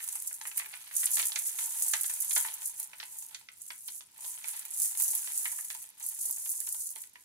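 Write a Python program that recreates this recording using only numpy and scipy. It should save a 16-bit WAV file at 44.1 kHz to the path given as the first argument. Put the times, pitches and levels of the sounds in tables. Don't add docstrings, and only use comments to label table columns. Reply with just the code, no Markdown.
import sys
import numpy as np
from scipy import signal
from scipy.fft import rfft, irfft, next_fast_len
from scipy.io import wavfile

SR = 44100
rng = np.random.default_rng(int(sys.argv[2]) if len(sys.argv) > 2 else 0)


def ratio_of_db(decibels):
    return 10 ** (np.asarray(decibels, float) / 20)


def unload_audio(sound):
    columns = np.transpose(np.atleast_2d(sound))
    steps = np.round(np.clip(columns, -1, 1) * 32767)
    wavfile.write(sys.argv[1], SR, steps.astype(np.int16))


N = 319284


def rms_one(x):
    return x / np.sqrt(np.mean(np.mean(x, axis=0) ** 2) + 1e-20)


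def in_time(rows):
    start_s, *columns = np.transpose(rows)
    return [np.interp(np.arange(N) / SR, start_s, column) for column in columns]


def at_hz(points, hz):
    table_hz, value = np.array(points).T[:2]
    return np.interp(np.log(hz), np.log(table_hz), value)


def drift(rate_hz):
    pole = np.exp(-40 * np.pi * rate_hz / SR)
    white = rng.standard_normal(N // 20 + 2002)
    slow = signal.lfilter([1], [1, -2 * pole, pole * pole], white)[2000:]
    return np.interp(np.arange(N) / 20, np.arange(len(slow)), slow / slow.std())


def shakes(per_s, t60_s):
    jolts = (rng.random(N) < per_s / SR) * rng.exponential(1, N)
    clumps = signal.lfilter([1], [1, -ratio_of_db(-60 / (t60_s * SR))], jolts + 1e-18)
    return clumps / clumps.mean()


def contacts(per_s, spread_db):
    at = np.flatnonzero(rng.random(N) < per_s / SR)
    size = ratio_of_db(spread_db * np.minimum(rng.exponential(1, N), 5.0))[at]
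    return at, size / np.sqrt(per_s[at])


def ring(impulses, hz, t60_s):
    r = ratio_of_db(-60 / (t60_s * SR))
    w = 2 * np.pi * hz / SR
    return signal.lfilter([0, np.sin(w)], [1, -2 * r * np.cos(w), r * r], impulses + 1e-18)


def panned(pan_db):
    return ratio_of_db(np.array([pan_db / 2, -pan_db / 2]))


def cut_below(x, hz):
    return signal.sosfilt(signal.butter(4, hz, "high", fs=SR, output="sos"), x)


# start_s [s], level_db [dB]
RATTLE_LEVEL = [(0.0, -43), (0.28, -43), (0.38, -52), (0.48, -42), (0.54, -50), (0.58, -32), (0.62, -48),
                (0.91, -53), (0.97, -32), (1.03, -32), (1.09, -43), (1.15, -29), (1.35, -42), (1.39, -33),
                (1.43, -43), (1.47, -30), (1.53, -42), (1.63, -32), (1.69, -42), (1.81, -33), (2.28, -40),
                (2.38, -30), (2.58, -50), (2.66, -36), (2.74, -52), (2.8, -38), (2.9, -57), (3.21, -44),
                (3.49, -67), (3.65, -50), (3.79, -51), (3.95, -42), (4.09, -67), (4.27, -38), (4.44, -50),
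                (4.49, -38), (4.68, -52), (4.84, -29), (4.96, -42), (5.0, -30), (5.32, -39), (5.36, -33.5),
                (5.73, -47), (5.83, -45), (5.93, -66), (6.07, -37), (6.17, -43), (6.31, -35), (6.33, -42),
                (6.85, -38), (6.94, -51), (7.02, -45), (7.12, -65), (7.24, -62)]
# mode_hz [Hz], density_db [dB per Hz]
BEAD_SPECTRUM = [(4000, -60), (5400, -38), (6400, -7), (7400, -5), (9800, 0.5), (11500, -0.5),
                 (12600, -12.5), (14000, -6.5), (16200, -16.5)]
# mode_hz [Hz], left_right_db [dB]
RATTLE_BALANCE = [(4500, -19.5), (8000, 1), (11000, -1.5), (15000, -5.5)]


def rattle(busy_db=-40.0, busy_per_s=13000.0, ring_cycles=52, octaves=0.21):
    level_db, = in_time(RATTLE_LEVEL)
    per_s = busy_per_s * ratio_of_db(0.75 * (level_db - busy_db) + 2.5 * drift(30))
    at, size = contacts(np.clip(per_s, 300.0, SR / 2), spread_db=3.0)
    size = size * (3.28 + shakes(60.0, 0.05))[at]
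    size = size * panned(rng.normal(0, 4.0, N)[at])
    pitch = rng.uniform(np.log2(3500), np.log2(20000), N)[at]
    swarm = np.zeros((2, N))
    train = np.zeros((2, N))
    for hz in np.geomspace(4500, 16200, 28):
        height = ratio_of_db(at_hz(BEAD_SPECTRUM, hz)) * hz
        near = np.exp(-0.5 * ((np.log2(hz) - pitch) / octaves) ** 2)
        balance = panned(np.array([at_hz(RATTLE_BALANCE, hz)]))
        train[:, at] = height * near * size * balance * rng.standard_normal(size.shape)
        swarm += ring(train, hz, ring_cycles / hz)
    bright = cut_below(cut_below(swarm, 4350.0), 4350.0)
    return rms_one(bright) * ratio_of_db(level_db)


# start_s [s], level_db [dB], tilt_db [dB per octave about 10 kHz]
CLICK_EVENTS = [(0.0404, -31, 0), (0.0768, -27, 2), (0.0878, -24.5, -8), (0.2694, -31, 26),
                (0.414, -33.5, -18), (0.4736, -25.5, 10), (0.5738, -16, 14), (0.6593, -31, 19),
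                (0.9649, -19, -4), (1.1156, -25, -2), (1.2547, -18, 7), (1.358, -24, -22),
                (1.3896, -20, -4), (1.5872, -21.5, -5), (1.9125, -21, 0), (1.935, -17.5, -18),
                (2.0108, -19.5, 11), (2.034, -21, 13), (2.2473, -23, 6), (2.3084, -23.5, -10),
                (2.361, -17, -17), (2.6738, -23.5, 6), (2.7995, -21.5, 8), (2.8295, -26, 5),
                (3.3458, -35, -33), (3.6176, -31, 0), (3.8785, -28, 11), (4.484, -23, 1), (4.774, -25.5, 0),
                (4.8, -18.5, -1), (4.9995, -17, 14), (5.022, -13.5, 9), (5.1494, -16.5, 11),
                (5.517, -24, 0), (5.7017, -31, -8), (6.0275, -31.5, -23), (6.064, -21.5, 13),
                (6.0876, -21, 12), (6.255, -20, 10), (6.3097, -18.5, 13), (6.5028, -18, 22),
                (6.6033, -22.5, 5), (6.956, -32.5, 0)]
CLICK_PAN_DB, CLICK_PAN_SPREAD_DB = -5.5, 4


def clicks(ring_cycles=78.0, bounce_db=-2.5, longest_gap_s=0.0033, count=24):
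    out = np.zeros((2, N + 4000))
    t = np.arange(700) / SR
    chance = rng.random((len(CLICK_EVENTS), 7, 1 + 3 * count))
    for (start_s, level_db, tilt_db), draws in zip(CLICK_EVENTS, chance):
        pan_db = CLICK_PAN_DB + CLICK_PAN_SPREAD_DB * (draws[1, 1] - 0.5)
        hz = 5000 * 3.2 ** ((np.arange(count) + draws[0, 1:1 + count]) / count)
        height = ratio_of_db(at_hz(BEAD_SPECTRUM, hz) + tilt_db * np.log2(hz / 10000)) * hz
        height *= ratio_of_db(level_db) / np.sqrt(np.sum(height ** 2))
        cycles = np.outer(hz, t)
        modes = np.sin(2 * np.pi * cycles) * np.exp(-np.log(1000) * cycles / ring_cycles)
        late_s = longest_gap_s * (np.cumsum(draws[:, 0]) - draws[0, 0])
        for touch, draw in enumerate(draws):
            start = round((start_s + late_s[touch]) * SR)
            strength = (4 * draw[1 + count:].reshape(2, count) - 2) * ratio_of_db(touch * bounce_db)
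            out[:, start:start + len(t)] += (strength * height * panned(np.array([pan_db]))) @ modes
    return cut_below(out[:, :N], 4240.0)


# start_s [s], low_modes_db [dB], high_modes_db [dB]
DRAG_LEVEL = [(0.0, -66.5, -60.5), (0.38, -68, -67), (0.54, -68, -70), (0.87, -69.5, -61),
              (1.23, -57.5, -58.5), (1.43, -64.5, -62), (1.81, -58, -57.5), (2.04, -69.5, -61),
              (2.28, -63.5, -62.5), (2.44, -53.5, -53.5), (2.7, -66.5, -64.5), (2.94, -68, -67),
              (3.1, -68, -70), (3.51, -81.5, -77.5), (4.09, -78.5, -77.5), (4.23, -59, -63.5),
              (4.4, -66, -60), (4.9, -62.5, -61), (5.4, -62, -58), (5.64, -67, -67), (5.83, -73, -69),
              (5.99, -72.5, -70), (6.53, -70.5, -70.5), (7.24, -78, -77)]
# start_s [s], level_db [dB], low_modes_db [dB relative to level_db],
# top_modes_db [dB relative to level_db], pitch_hz of the spot struck [Hz]
DROP_EVENTS = [(0.0034, -39, -30, -11, 1940), (0.1555, -41.5, -14, -10, 2400),
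               (0.312, -43.5, -26, -18, 1810), (0.4124, -39, -14, -0.5, 1790), (0.454, -36, -22, -14, 2020),
               (0.4765, -42, -17, -11, 1790), (0.5144, -41, -34, -6, 2400), (0.5783, -37.5, -40, -6, 2260),
               (0.597, -33, -40, -6.5, 2040), (0.619, -38.5, -20, -16, 2250), (0.645, -42, -23, -14, 2230),
               (0.659, -40.5, -14.5, -9, 2200), (0.7104, -46, -30, -6, 2100), (0.7384, -37, -26, -9, 2290),
               (0.9123, -42, -30, -8, 1970), (1.032, -33.5, -43, -6, 1960), (1.068, -37.5, -29, 2.5, 2900),
               (1.1695, -33.5, -23, 0, 1720), (1.1825, -33.5, -38, -4, 1970),
               (1.1959, -29, -38, -0.5, 2370), (1.227, -32.5, -23, 0, 2010),
               (1.3203, -41, -19.5, 7.5, 3200), (1.3597, -29.5, -31, -1, 2130),
               (1.5871, -34, -15, -3, 2040), (1.9358, -25, -20, -3.5, 2030), (2.0428, -36, -25, -2, 1710),
               (2.0975, -36, -19.5, -5.5, 1700), (2.3106, -35, -25, 3, 2180),
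               (2.364, -24.5, -14.5, -5, 1560), (2.4486, -34.5, -10.5, -19, 1860),
               (2.9325, -40, -18, -11, 2200), (3.0002, -35, -46, -1, 1800), (3.029, -36, -22.5, -3.5, 2060),
               (3.3468, -38, -36, 1.5, 2100), (3.487, -42, -41, -5.5, 2110), (3.704, -34.5, -19, -6, 2090),
               (3.8837, -44, -18.5, 8, 2100), (4.0076, -47.5, -12, 3, 3070), (4.245, -49.5, -5, 7, 2800),
               (4.443, -37.5, -17.5, -7, 2230), (5.2738, -40.5, -17, -1, 1970),
               (5.455, -29, -22.5, -9, 1950), (5.5223, -42.5, -14, -16, 1910), (5.587, -40, -25, -22, 1940),
               (5.7031, -35, -42, -3, 1900), (5.7479, -43, -8, -3, 2410), (6.2949, -53, -1.5, -1, 1290),
               (6.4592, -42.5, -15.5, -4, 1550), (6.612, -48, -33, -4, 1760),
               (6.672, -41.5, -16.5, -4.5, 1570), (6.7451, -47, -12.5, 0, 1470),
               (6.96, -42.5, -11, -2, 2070), (7.0376, -50, -36, -3.5, 2040),
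               (7.1564, -42, -18.5, -12.5, 2010)]
# mode_hz [Hz], level_db [dB]
TOP_MODES = [(280, -6), (390, -5), (630, -19), (770, -39), (890, 1.5), (995, -0.5), (1180, -22.5),
             (1330, -15.5), (1480, -16), (1700, -10.5), (1810, -13), (1940, -11), (2070, -9.5), (2230, -9),
             (2420, -8), (2600, -7), (2900, -6), (3220, -4.5), (3580, -3.5), (3900, -4), (4250, -3.5),
             (4700, -4), (5200, -5.5), (5800, -1.5)]
LOW_MODES_HZ, TOP_MODES_HZ = 1150, 3200
TABLE_CYCLES = 42
DRAG_CENTRE_HZ = 2200
SPOT_DB, SPOT_OCTAVES = 7, 0.13
SPILL_S, SPILL_GROWS, USUAL_DROP_DB = 0.0083, 0.32, -37
LEFT_LAG_SAMPLES = 6


def drag_contacts(per_s=1500.0):
    at, size = contacts(per_s * ratio_of_db(3.0 * drift(14)), spread_db=3.5)
    size = size * (2.6 + shakes(30.0, 0.12))[at]
    size /= np.sqrt(np.sum(size ** 2) / N)
    return at, size * ratio_of_db(np.array(in_time(DRAG_LEVEL))[:, at])


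def drop_contacts(start_s, level_db, spill_db=-7.0):
    after = np.arange(4000)
    landed = rng.random((len(start_s), len(after))) < 1500.0 / SR
    landed[:, 0] = True
    drop, late = np.nonzero(landed)
    where = np.minimum(np.round(start_s * SR).astype(int)[drop] + late, N - 1)
    decay_s = SPILL_S * ratio_of_db(SPILL_GROWS * (level_db - USUAL_DROP_DB))
    gain = ratio_of_db(spill_db * (late > 0)) * np.exp(-late / SR / decay_s[drop])
    return drop, where, gain


def table():
    at, drag = drag_contacts()
    start_s, drop_db, low_modes_db, top_modes_db, pitch_hz = np.transpose(DROP_EVENTS)
    drop, where, spill_gain = drop_contacts(start_s, drop_db)
    hz_all, db_all = np.transpose(TOP_MODES)
    power = ratio_of_db(db_all) ** 2 * TABLE_CYCLES / hz_all * SR / (4 * np.log(1000))
    low_power = power[hz_all < LOW_MODES_HZ].sum()
    high_power = power[hz_all > LOW_MODES_HZ].sum()
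    steady = np.sqrt([low_power, high_power])
    top = np.zeros((2, N))
    for hz, level_db in TOP_MODES:
        group = int(hz > LOW_MODES_HZ)
        alike = np.clip(1.1 - hz / 4500, 0, 1)
        share = np.array([[1, 0], [alike, np.sqrt(1 - alike ** 2)]])
        if hz < LOW_MODES_HZ:
            rel_db = low_modes_db
        elif hz > TOP_MODES_HZ:
            rel_db = top_modes_db
        else:
            rel_db = SPOT_DB * (np.exp(-0.5 * (np.log2(hz / pitch_hz) / SPOT_OCTAVES) ** 2) - 0.5)
        sign = rng.choice([-1, 1], (2, len(where)))
        strength = sign * ratio_of_db(rng.normal(0, 2.07, (2, len(where))))
        if group:
            stirred = 0.85 + np.exp(-0.5 * (np.log2(hz / DRAG_CENTRE_HZ) / 1.7) ** 2)
        else:
            stirred = hz > 500
        train = np.zeros((2, N))
        patter = share @ rng.standard_normal((2, len(at)))
        train[:, at] = stirred * drag[group] / steady[group] * patter
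        train[:, where] += ratio_of_db(drop_db + rel_db)[drop] * spill_gain * (share @ strength)
        top += ratio_of_db(level_db) * ring(train, hz, TABLE_CYCLES / hz)
    top = cut_below(top, 606.0)
    top[0] = np.r_[np.zeros(LEFT_LAG_SAMPLES), top[0, :-LEFT_LAG_SAMPLES]]
    return top * panned(np.array([-1.5]))


ROOM_T60_S, WALL_CUT_HZ, ROOM_DB = 0.26, 8900, -15


def room(x):
    size = next_fast_len(N + SR // 2)
    phase = -2j * np.pi * np.arange(size // 2 + 1) / size
    dull = np.exp(-2 * np.pi * WALL_CUT_HZ / SR)
    wall = (1 - dull) / (1 - dull * np.exp(phase))
    echo = np.zeros((2, len(phase)), complex)
    lags = (rng.uniform(0.0032, 0.02, 10) * SR).astype(int)
    for k, lag in enumerate(lags):
        loop = ratio_of_db(-60 * lag / SR / ROOM_T60_S) * wall * np.exp(phase * lag)
        echo[k % 2] += loop / (1 - loop) * (-1) ** (k // 2)
    return irfft(rfft(x, size) * echo, size)[:, :N]


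# band_hz [Hz], density_db [dB per Hz]
HUSH_SPECTRUM = [(30, -4), (50, -1.5), (100, 3.5), (170, 1.5), (300, -1), (560, -6.5), (900, -12),
                 (1500, -6.5), (3000, -2.5), (6000, 3), (10000, -7.5), (16000, -13.5)]
# band_hz [Hz], likeness [correlation, 1 = identical]
HUSH_CORRELATION = [(60, 0.73), (130, 0.47), (400, 0.5), (1400, .05), (15000, .01)]
HUSH_DB = -70.5


def hush():
    out = 0
    edges = 30 * 2 ** np.arange(0, 9.3, 0.5)
    white = rng.standard_normal((2, 2, N))
    for k, (low, high) in enumerate(zip(edges, edges[1:])):
        band = signal.butter(2, [low, high], "band", fs=SR, output="sos")
        mid, side = signal.sosfilt(band, white[k % 2])
        hz = np.sqrt(low * high)
        alike = np.clip(at_hz(HUSH_CORRELATION, hz), -1, 1)
        pair = np.sqrt(1 + alike) * mid + np.sqrt(1 - alike) * side * [[1], [-1]]
        out = out + ratio_of_db(at_hz(HUSH_SPECTRUM, hz)) * pair
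    return ratio_of_db(HUSH_DB) * rms_one(out)


def scene():
    near = rattle() + clicks() + table()
    return near + ratio_of_db(ROOM_DB) * room(near) + hush()


def top_cut(x):
    return signal.sosfilt(signal.butter(12, 16980, fs=SR, output="sos"), x)


TOP_HZ = 15900


def record(dry):
    low_pass = signal.cheby2(14, 50, TOP_HZ + 300, fs=SR, output="sos")
    mix = signal.sosfilt(low_pass, dry)
    return top_cut(mix)


dry = scene()
out = record(dry)
unload_audio(out)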